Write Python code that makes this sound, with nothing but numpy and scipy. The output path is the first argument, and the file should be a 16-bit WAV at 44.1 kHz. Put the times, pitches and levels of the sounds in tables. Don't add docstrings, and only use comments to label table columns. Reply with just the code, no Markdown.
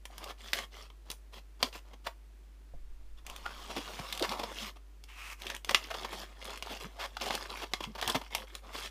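import sys
import numpy as np
from scipy import signal
from scipy.fft import rfft, irfft, next_fast_len
from scipy.io import wavfile
from scipy.ndimage import uniform_filter1d, map_coordinates

SR = 44100
rng = np.random.default_rng(int(sys.argv[2]) if len(sys.argv) > 2 else 0)


def waveform_to_disk(signal):
    frames = np.transpose(np.atleast_2d(signal))
    scaled = np.clip(frames, -1, 1) * 32767
    samples = np.round(scaled).astype(np.int16)
    wavfile.write(sys.argv[1], SR, samples)


N = 392490

# (frequency [Hz], relative level per Hz [dB])
SLIDE_COLOUR = [(60, -43), (170, 2), (400, -3.5), (1100, 2), (1600, -2.5), (3300, 2.5), (5000, 3.5),
                (8000, -4.5), (15000, -10.5)]
# (frequency [Hz], relative level per Hz [dB])
CRACKLE_COLOUR = [(60, -40.5), (190, -7), (400, 7), (1100, 1.5), (1600, -1), (3300, -2.5), (5000, -2),
                  (8000, -14), (15000, -17)]
# (frequency [Hz], relative level per Hz [dB])
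CRACK_COLOUR = [(60, -25), (220, -17.5), (500, -15.5), (1000, -8.5), (2000, 0), (3300, 2), (5000, 4.5),
                (8000, 0), (15000, -6)]


def amp(db):
    return 10 ** (np.asarray(db) / 20)


def unit(x):
    return x / np.sqrt(np.mean(x ** 2) + 1e-20)


def along(points, hz):
    f, v = np.transpose(points)
    return np.interp(np.log(hz + 1), np.log(f + 1), v)


def wobble(rate, count):
    knots = rng.standard_normal(int(count * rate / SR) + 4)
    return map_coordinates(knots, [np.arange(count) * rate / SR])


def add(track, s, x):
    part = track[max(round(s * SR), 0):][:len(x)]
    part += x[:len(part)]


def shaped(x, gain):
    m = 2 * next_fast_len(len(x) // 2 + 2048)
    cepstrum = irfft(np.log(np.maximum(gain(np.fft.rfftfreq(m, 1 / SR)), 1e-6)))
    cepstrum[1:m // 2] *= 2
    cepstrum[m // 2 + 1:] = 0
    return irfft(rfft(x, m) * np.exp(rfft(cepstrum)), m)[:len(x)]


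def box(hz):
    # (centre [Hz], width [Hz], peak level [dB])
    modes = [(223, 59, 3.5), (384, 97, 0.5), (550, 30, 1), (686, 310, 2), (976, 260, 0), (1160, 170, 0.5),
             (1750, 94, -4), (2125, 200, -3), (2800, 520, -2), (3346, 310, 1.5)]
    peaks = sum(amp(db) ** 2 / (1 + (2 * (hz - centre) / width) ** 2) for centre, width, db in modes)
    return np.sqrt(0.26 + peaks)


def halves(x, split_hz=1500):
    return [signal.sosfilt(signal.butter(4, split_hz, kind, fs=SR, output="sos"), x)
            for kind in ("low", "high")]


def beads(count, rate, spread_db):
    hit = rng.random(count) < rate / SR
    size = amp(spread_db * np.clip(rng.standard_normal(count), -2, 2))
    return unit(hit * size * np.sign(rng.standard_normal(count)))


def background(air_db=-67, hum_hz=50.3, hum_db=-52):
    # (frequency [Hz], relative level per Hz [dB])
    air_colour = [(110, -36), (170, -39.5), (326, -35), (515, -42.5), (2200, -48), (15000, -60.5)]
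    air = shaped(rng.standard_normal(N), lambda hz: amp(along(air_colour, hz)))
    hum = np.sqrt(2) * np.sin(2 * np.pi * hum_hz * np.arange(N) / SR)
    return amp(air_db) * unit(air) + amp(hum_db) * hum


def snaps(run_time=0.0018, burst_t60=0.026, scatter=0.27, focus_db=6, octaves=0.33,
          gain_db=4, body_lift_db=10, treble_lift_db=7):
    # (time [s], level [dB], body re mids [dB], treble re mids [dB], ring [Hz])
    breaks = [(0.0537, -32.5, 1, -6, 2210), (0.532, -17, -9.5, -23.5, 1910), (0.5868, -26.5, -8, -16, 2020),
              (0.901, -44.5, 8, -21, 2380), (1.1014, -27, 5, -6, 4100), (1.6277, -11.5, 0.5, -17, 4800),
              (3.265, -32.5, -7.5, -7, 1766), (4.125, -22.5, -6, -8, 3570), (4.2242, -19.5, -5, -14, 3820),
              (4.2922, -25.5, -8, -10.5, 4600), (5.467, -26, -3.5, -13, 2710),
              (5.5, -24.5, -5, -17.5, 1760), (5.693, -17.5, 1, -16.5, 1750),
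              (5.7458, -6.5, -3.5, -18, 2180), (6.624, -26, 3.5, -11, 2490), (7.1681, -27.5, 3, -17, 1470),
              (7.306, -23, 4, -25, 1920), (7.735, -17.5, 0, -18, 1730), (7.839, -26, -13, -13, 2720),
              (8.0253, -21.5, 2.5, -19, 1770), (8.076, -18.5, 8, -3.5, 3340), (8.098, -19.5, 0, -6.5, 3540),
              (8.349, -17.5, 1, -7.5, 2220)]
    out, t = np.zeros(N), np.arange(SR // 12) / SR
    for s, db, body_db, treble_db, ring_hz in breaks:
        release = scatter * rng.standard_normal(len(t)) * amp(-60 * t / burst_t60)
        jumps = np.append(0, rng.random(size=2) * run_time)
        release[(jumps * SR).astype(int)] += np.append(-1, rng.normal(0, 0.16, size=2))
        tone = [(950, body_db + body_lift_db), (1800, 0.016), (4000, 0), (8000, treble_db + treble_lift_db)]
        ring = lambda hz: focus_db * np.exp(-(np.log2((hz + 1) / ring_hz) / octaves) ** 2)
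        crack = shaped(release, lambda hz: box(hz) * amp(along(CRACK_COLOUR, hz) + along(tone, hz) + ring(hz)))
        add(out, s + 0.0007, amp(db + gain_db) * np.pi * crack / np.linalg.norm(halves(crack)[1]))
    return out


def strokes():
    # (start [s], end [s], surface rasp [dB], hollow body [dB])
    knife_cuts = [(0.096, 0.207, -63, -60.5), (0.198, 0.32, -57, -52), (0.388, 0.61, -53, -60),
                  (0.539, 0.648, -46.5, -51), (0.716, 0.872, -55.5, -60), (1.056, 1.141, -63, -61),
                  (1.326, 1.398, -55, -57.5), (1.598, 1.688, -54, -51.5), (1.725, 1.792, -51.5, -61),
                  (1.846, 1.948, -71, -65.5), (2.044, 2.088, -55, -57.5)]
    # (start [s], end [s], rasp [dB], body [dB])
    hand_sweeps = [(3.173, 3.198, -62.5, -75.5), (4.53, 4.7, -45, -51.5), (4.756, 4.777, -63, -59.5),
                   (6.115, 6.252, -50.5, -53), (8.627, 8.754, -62, -56), (8.735, 8.9, -45, -53)]
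    # (start [s], end [s], effort [dB])
    lid_pushes = [(5.405, 5.578, -50), (5.666, 5.889, -48.5), (5.889, 6.144, -50.5), (6.409, 6.586, -51),
                  (6.643, 6.787, -52), (6.798, 6.868, -51), (7.203, 7.383, -43.5), (7.373, 7.472, -50),
                  (7.49, 7.642, -49), (7.819, 7.857, -49.5), (8.029, 8.148, -43.5), (8.19, 8.296, -59),
                  (8.308, 8.452, -49.5), (8.471, 8.597, -58)]
    # (start [s], end [s], rasp [dB], body [dB], grab [0-1])
    grip = (6, 8, -62, -61.5, 0.6)
    cuts = [(*cut, 0.55) for cut in knife_cuts]
    sweeps = [(*sweep, 0.38) for sweep in hand_sweeps]
    pushes = [(start, end, effort_db, effort_db - 3, 0.81) for start, end, effort_db in lid_pushes]
    return cuts + sweeps + pushes + [grip]


def drifting(x, depth_db):
    z = signal.stft(x, nperseg=1024)[2]
    across_hz = uniform_filter1d(rng.standard_normal(z.shape), size=7, axis=0)
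    field = uniform_filter1d(across_hz, size=6, axis=1)
    return signal.istft(z * amp(depth_db * unit(field)), nperseg=1024)[1][:len(x)]


def ringing_beads(rate=70, spread_db=8, sharpness=4.0):
    pitches = np.geomspace(220, 13000, 15)
    ring = lambda hz: signal.lfilter(*signal.iirpeak(hz, sharpness, fs=SR), beads(N, rate, spread_db))
    return unit(sum(np.sqrt(hz) * unit(ring(hz)) for hz in pitches))


def rubbing(trim_db=-1, edge=0.0041, ease=0.3, arch_db=4, jerk_db=3, bead_t60=0.02, ringing_db=3):
    slide = shaped(beads(N, rate=8100, spread_db=6.5), lambda hz: amp(along(SLIDE_COLOUR, hz)) * box(hz))
    fading = amp(-60 / (bead_t60 * SR))
    clumps = signal.lfilter([1], [1, -fading], np.abs(beads(N, rate=260, spread_db=11.5)))
    scattered = unit(clumps * rng.standard_normal(N))
    crackle = shaped(scattered + amp(ringing_db) * ringing_beads(),
                     lambda hz: amp(along(CRACKLE_COLOUR, hz)) * box(hz))
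    slide = np.array(halves(drifting(slide, depth_db=3)))
    crackle = np.array(halves(drifting(crackle, depth_db=3.5)))
    out = turning(slide, crackle)
    for start, end, rasp_db, body_db, grab in strokes():
        fade = edge + ease * (1 - grab) * (end - start)
        first, last = max(int((start - fade / 2) * SR), 0), min(int((end + fade / 2) * SR), N)
        i = np.arange(first, last)
        u = np.linspace(0, 1, len(i))
        contact = np.minimum(np.minimum(u, 1 - u) * len(i) / (fade * SR), 1)
        jerks = jerk_db * grab * wobble(44.64, len(i))
        speed = unit(contact * amp(arch_db * np.sin(np.pi * u) + jerks))
        body, rasp = [unit(speed * (np.sqrt(1 - grab) * unit(hiss) + np.sqrt(grab) * unit(grit)))
                      for hiss, grit in zip(slide[:, i], crackle[:, i])]
        out[i] += amp(trim_db) * (amp(body_db) * body + amp(rasp_db) * rasp)
    return out


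def pops(cycles=11, click_db=-9, click_t60=0.019):
    # (time [s], peak level [dB], ring [Hz])
    bursts = [(0.181, -30.5, 3060), (0.242, -30.5, 3500), (0.533, -12, 2880), (1.115, -26.5, 9600),
              (3.299, -28.5, 2900), (3.363, -27.5, 3460), (4.151, -28.5, 3050), (4.176, -24, 3460),
              (4.196, -23.5, 3700), (5.039, -35.5, 4930), (5.42, -29.5, 2500), (5.549, -26.5, 2680),
              (5.565, -28.5, 3200), (5.647, -25.5, 3370), (5.71, -22.5, 3500), (6.454, -29, 3740),
              (6.575, -29, 2500), (7.281, -28.5, 3600), (7.352, -19.5, 4360), (8.014, -22.5, 3200),
              (8.552, -25, 3980)]
    out, t = np.zeros(N), np.arange(SR // 20) / SR
    for s, db, hz in bursts:
        ring = np.sin(2 * np.pi * hz * t) * amp(-60 * t * hz / cycles)
        noise = shaped(rng.standard_normal(len(t)), lambda f: amp(along(CRACK_COLOUR, f)) * box(f))
        click = unit(noise) * amp(-60 * t / click_t60)
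        pop = ring + amp(click_db) * click
        add(out, s, amp(db) * pop / np.abs(pop).max())
    return out


def slips(octaves=1.21, trim_db=-1, even_slip_s=0.035, rasp_db_per_doubling=1.5):
    # (time [s], length [s], body level [dB], centre of the driven region [Hz])
    judders = [(0.212, 0.031, -51.5, 550), (0.286, 0.031, -47.5, 706), (1.751, 0.012, -46.5, 540),
               (1.932, 0.01, -51.5, 420), (2.064, 0.011, -35, 1200), (3.459, 0.0054, -36.5, 1194),
               (3.698, 0.02, -43.5, 600), (3.76, 0.026, -39, 480), (3.989, 0.0083, -39, 600),
               (4.23, 0.025, -36, 750), (4.314, 0.012, -36, 505), (4.392, 0.0095, -35.5, 550),
               (4.431, 0.011, -36, 544), (5.707, 0.0095, -34, 500), (5.902, 0.015, -38.5, 1110),
               (5.939, 0.015, -39, 850), (6.044, 0.0091, -36, 800), (6.129, 0.0095, -42, 960),
               (6.689, 0.047, -46.5, 400), (6.984, 0.077, -44, 1090), (7.204, 0.0395, -43.5, 475),
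               (7.296, 0.03, -43, 700), (7.336, 0.02, -39.5, 428), (7.614, 0.029, -41.5, 655),
               (7.804, 0.0066, -36, 480), (7.949, 0.014, -44.5, 556), (7.977, 0.025, -45, 1120),
               (8.012, 0.032, -45, 800), (8.073, 0.034, -40, 643), (8.144, 0.02, -31, 570),
               (8.213, 0.0064, -41, 640), (8.744, 0.011, -41, 604)]
    out, t = np.zeros(N), np.arange(SR // 8) / SR
    for s, length, body_db, centre_hz in judders:
        rasp_db = body_db + rasp_db_per_doubling * np.log2(length / even_slip_s)
        stroke = np.minimum(t / (0.21 * length), 1) * amp(-60 * np.maximum(t - length, 0) / 0.024)
        catching = amp(2.1 * wobble(717, len(t)))
        run = stroke * catching * rng.standard_normal(len(t))
        region = lambda hz: 1 / np.sqrt(1 + (np.log2((hz + 1) / centre_hz) / octaves) ** 6)
        body = unit(halves(shaped(run, lambda hz: box(hz) * region(hz)))[0])
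        rasp = unit(halves(shaped(run, lambda hz: box(hz) * amp(along(CRACKLE_COLOUR, hz))))[1])
        both = amp(trim_db) * (amp(body_db) * body + amp(rasp_db) * rasp)
        add(out, s, both * np.sqrt(length / t[-1]))
    return out


def grunts_and_puff(waver=0.13, overtone_db=-11, sag_octaves=0.2):
    # (time [s], length [s], mid pitch [Hz], level at the middle of the swell [dB])
    low_swells = [(1.622, 0.04, 296, -41.5), (2.72, 0.06, 135.5, -58), (3.452, 0.02, 1202, -36.5),
                  (3.749, 0.065, 300.7, -41), (3.993, 0.018, 138, -40), (4.198, 0.053, 568, -31.5),
                  (6.835, 0.046, 194, -45), (7.863, 0.023, 130, -46), (7.851, 0.085, 216, -47),
                  (7.948, 0.031, 205, -52), (8.062, 0.028, 101, -48), (8.138, 0.048, 236.6, -35.5)]
    out = np.zeros(N)
    for s, length, hz, db in low_swells:
        count = int(length * SR)
        pitch = hz * 2 ** (sag_octaves * np.linspace(0.5, -0.5, count))
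        phase = 2 * np.pi * np.cumsum(pitch * (1 + waver * wobble(142.0, count))) / SR
        tone = np.sqrt(2) * (np.sin(phase) + amp(overtone_db) * np.sin(2 * phase))
        add(out, s, amp(db) * np.hanning(count) * tone)
    return out


def knock(s=2.733, db=-50, hz=560, t60=0.069, rumble_db=-42, rumble_hz=22, rumble_t60=2.9):
    t = np.arange(SR) / SR
    dull = shaped(rng.standard_normal(SR), lambda f: 1 / (1 + (2 * np.log2((f + 1) / hz)) ** 4))
    deep = shaped(rng.standard_normal(SR), lambda f: 1 / (1 + (f / rumble_hz) ** 3))
    both = amp(db - 60 * t / t60) * unit(dull) + amp(rumble_db - 60 * t / rumble_t60) * unit(deep)
    out = np.zeros(N)
    add(out, s, both * np.minimum(t * hz / 2, 1))
    return out


def turning(slide, crackle, grab=0.36, body_trim_db=-0.5, jerk_db=0.5, jerk_rate=25):
    # (time [s], rasp level [dB], body level [dB])
    scrape = [(3.25, -68, -61), (3.31, -57.5, -54.5), (3.416, -60.5, -58), (3.456, -55.5, -56.5),
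              (3.848, -49.5, -51), (4.212, -49.5, -51), (4.332, -49.5, -43.5), (4.53, -54, -47.5)]
    s, rasp_db, body_db = np.transpose(scrape)
    t = np.arange(N) / SR
    level = lambda db: amp(np.interp(t, s, db, left=-120, right=-120))
    body, rasp = [np.sqrt(1 - grab) * unit(hiss) + np.sqrt(grab) * unit(grit)
                  for hiss, grit in zip(slide, crackle)]
    jerks = amp(jerk_db * wobble(jerk_rate, N))
    return jerks * (level(body_db + body_trim_db) * body + level(rasp_db) * rasp)


def fingertips(bright_db=-12.5, brighten_db_per_s=45):
    # (time [s], level [dB])
    glide = [(5.06, -84), (5.09, -53.5), (5.16, -54.5), (5.19, -48), (5.333, -45), (5.36, -76.5),
             (5.4, -54), (5.45, -69)]
    # (centre [Hz], width [Hz], peak level [dB])
    lid_modes = [(1120, 180, 2.5), (2480, 730, 4.5)]
    s, db = np.transpose(glide)
    t = np.arange(N) / SR
    grains = beads(N, rate=7400, spread_db=4.5)
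    peaks = lambda hz: sum(amp(g) / np.hypot(1, 2 * (hz - centre) / width) for centre, width, g in lid_modes)
    lid = shaped(grains, lambda hz: peaks(hz) * hz / np.hypot(hz, 800))
    fizz = halves(shaped(grains, lambda hz: amp(along(SLIDE_COLOUR, hz))))[1]
    fizz_db = bright_db + brighten_db_per_s * (np.minimum(t, s[-3]) - s.mean())
    hiss = unit(lid) + amp(fizz_db) * unit(fizz)
    return hiss * amp(np.interp(t, s, db, left=-120, right=-120))


def room(x, delay=0.005):
    # (frequency [Hz], t60 [s])
    decay = [(200, 0.071), (1000, 0.16), (4000, 0.12), (12000, 0.21)]
    out, step = np.zeros(N), SR // 3
    for i in range(0, N, step):
        hz, t, z = signal.stft(rng.standard_normal(SR // 2), SR, nperseg=256)
        tail = signal.istft(z * amp(-60 * t / along(decay, hz)[:, None]), SR, nperseg=256)[1]
        add(out, i / SR + delay, signal.fftconvolve(x[i:i + step], tail / np.linalg.norm(tail)))
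    return out


def scene(room_db=-9):
    foam = snaps() + rubbing() + pops() + slips() + grunts_and_puff() + knock() + fingertips()
    return (foam + amp(room_db) * room(foam) + background())[None]


def record(dry, top_hz=15300):
    m = next_fast_len(N + SR // 4)
    return irfft(rfft(dry, m) * (np.fft.rfftfreq(m, 1 / SR) < top_hz), m)[:, :N]


dry = scene()
out = record(dry)
waveform_to_disk(out)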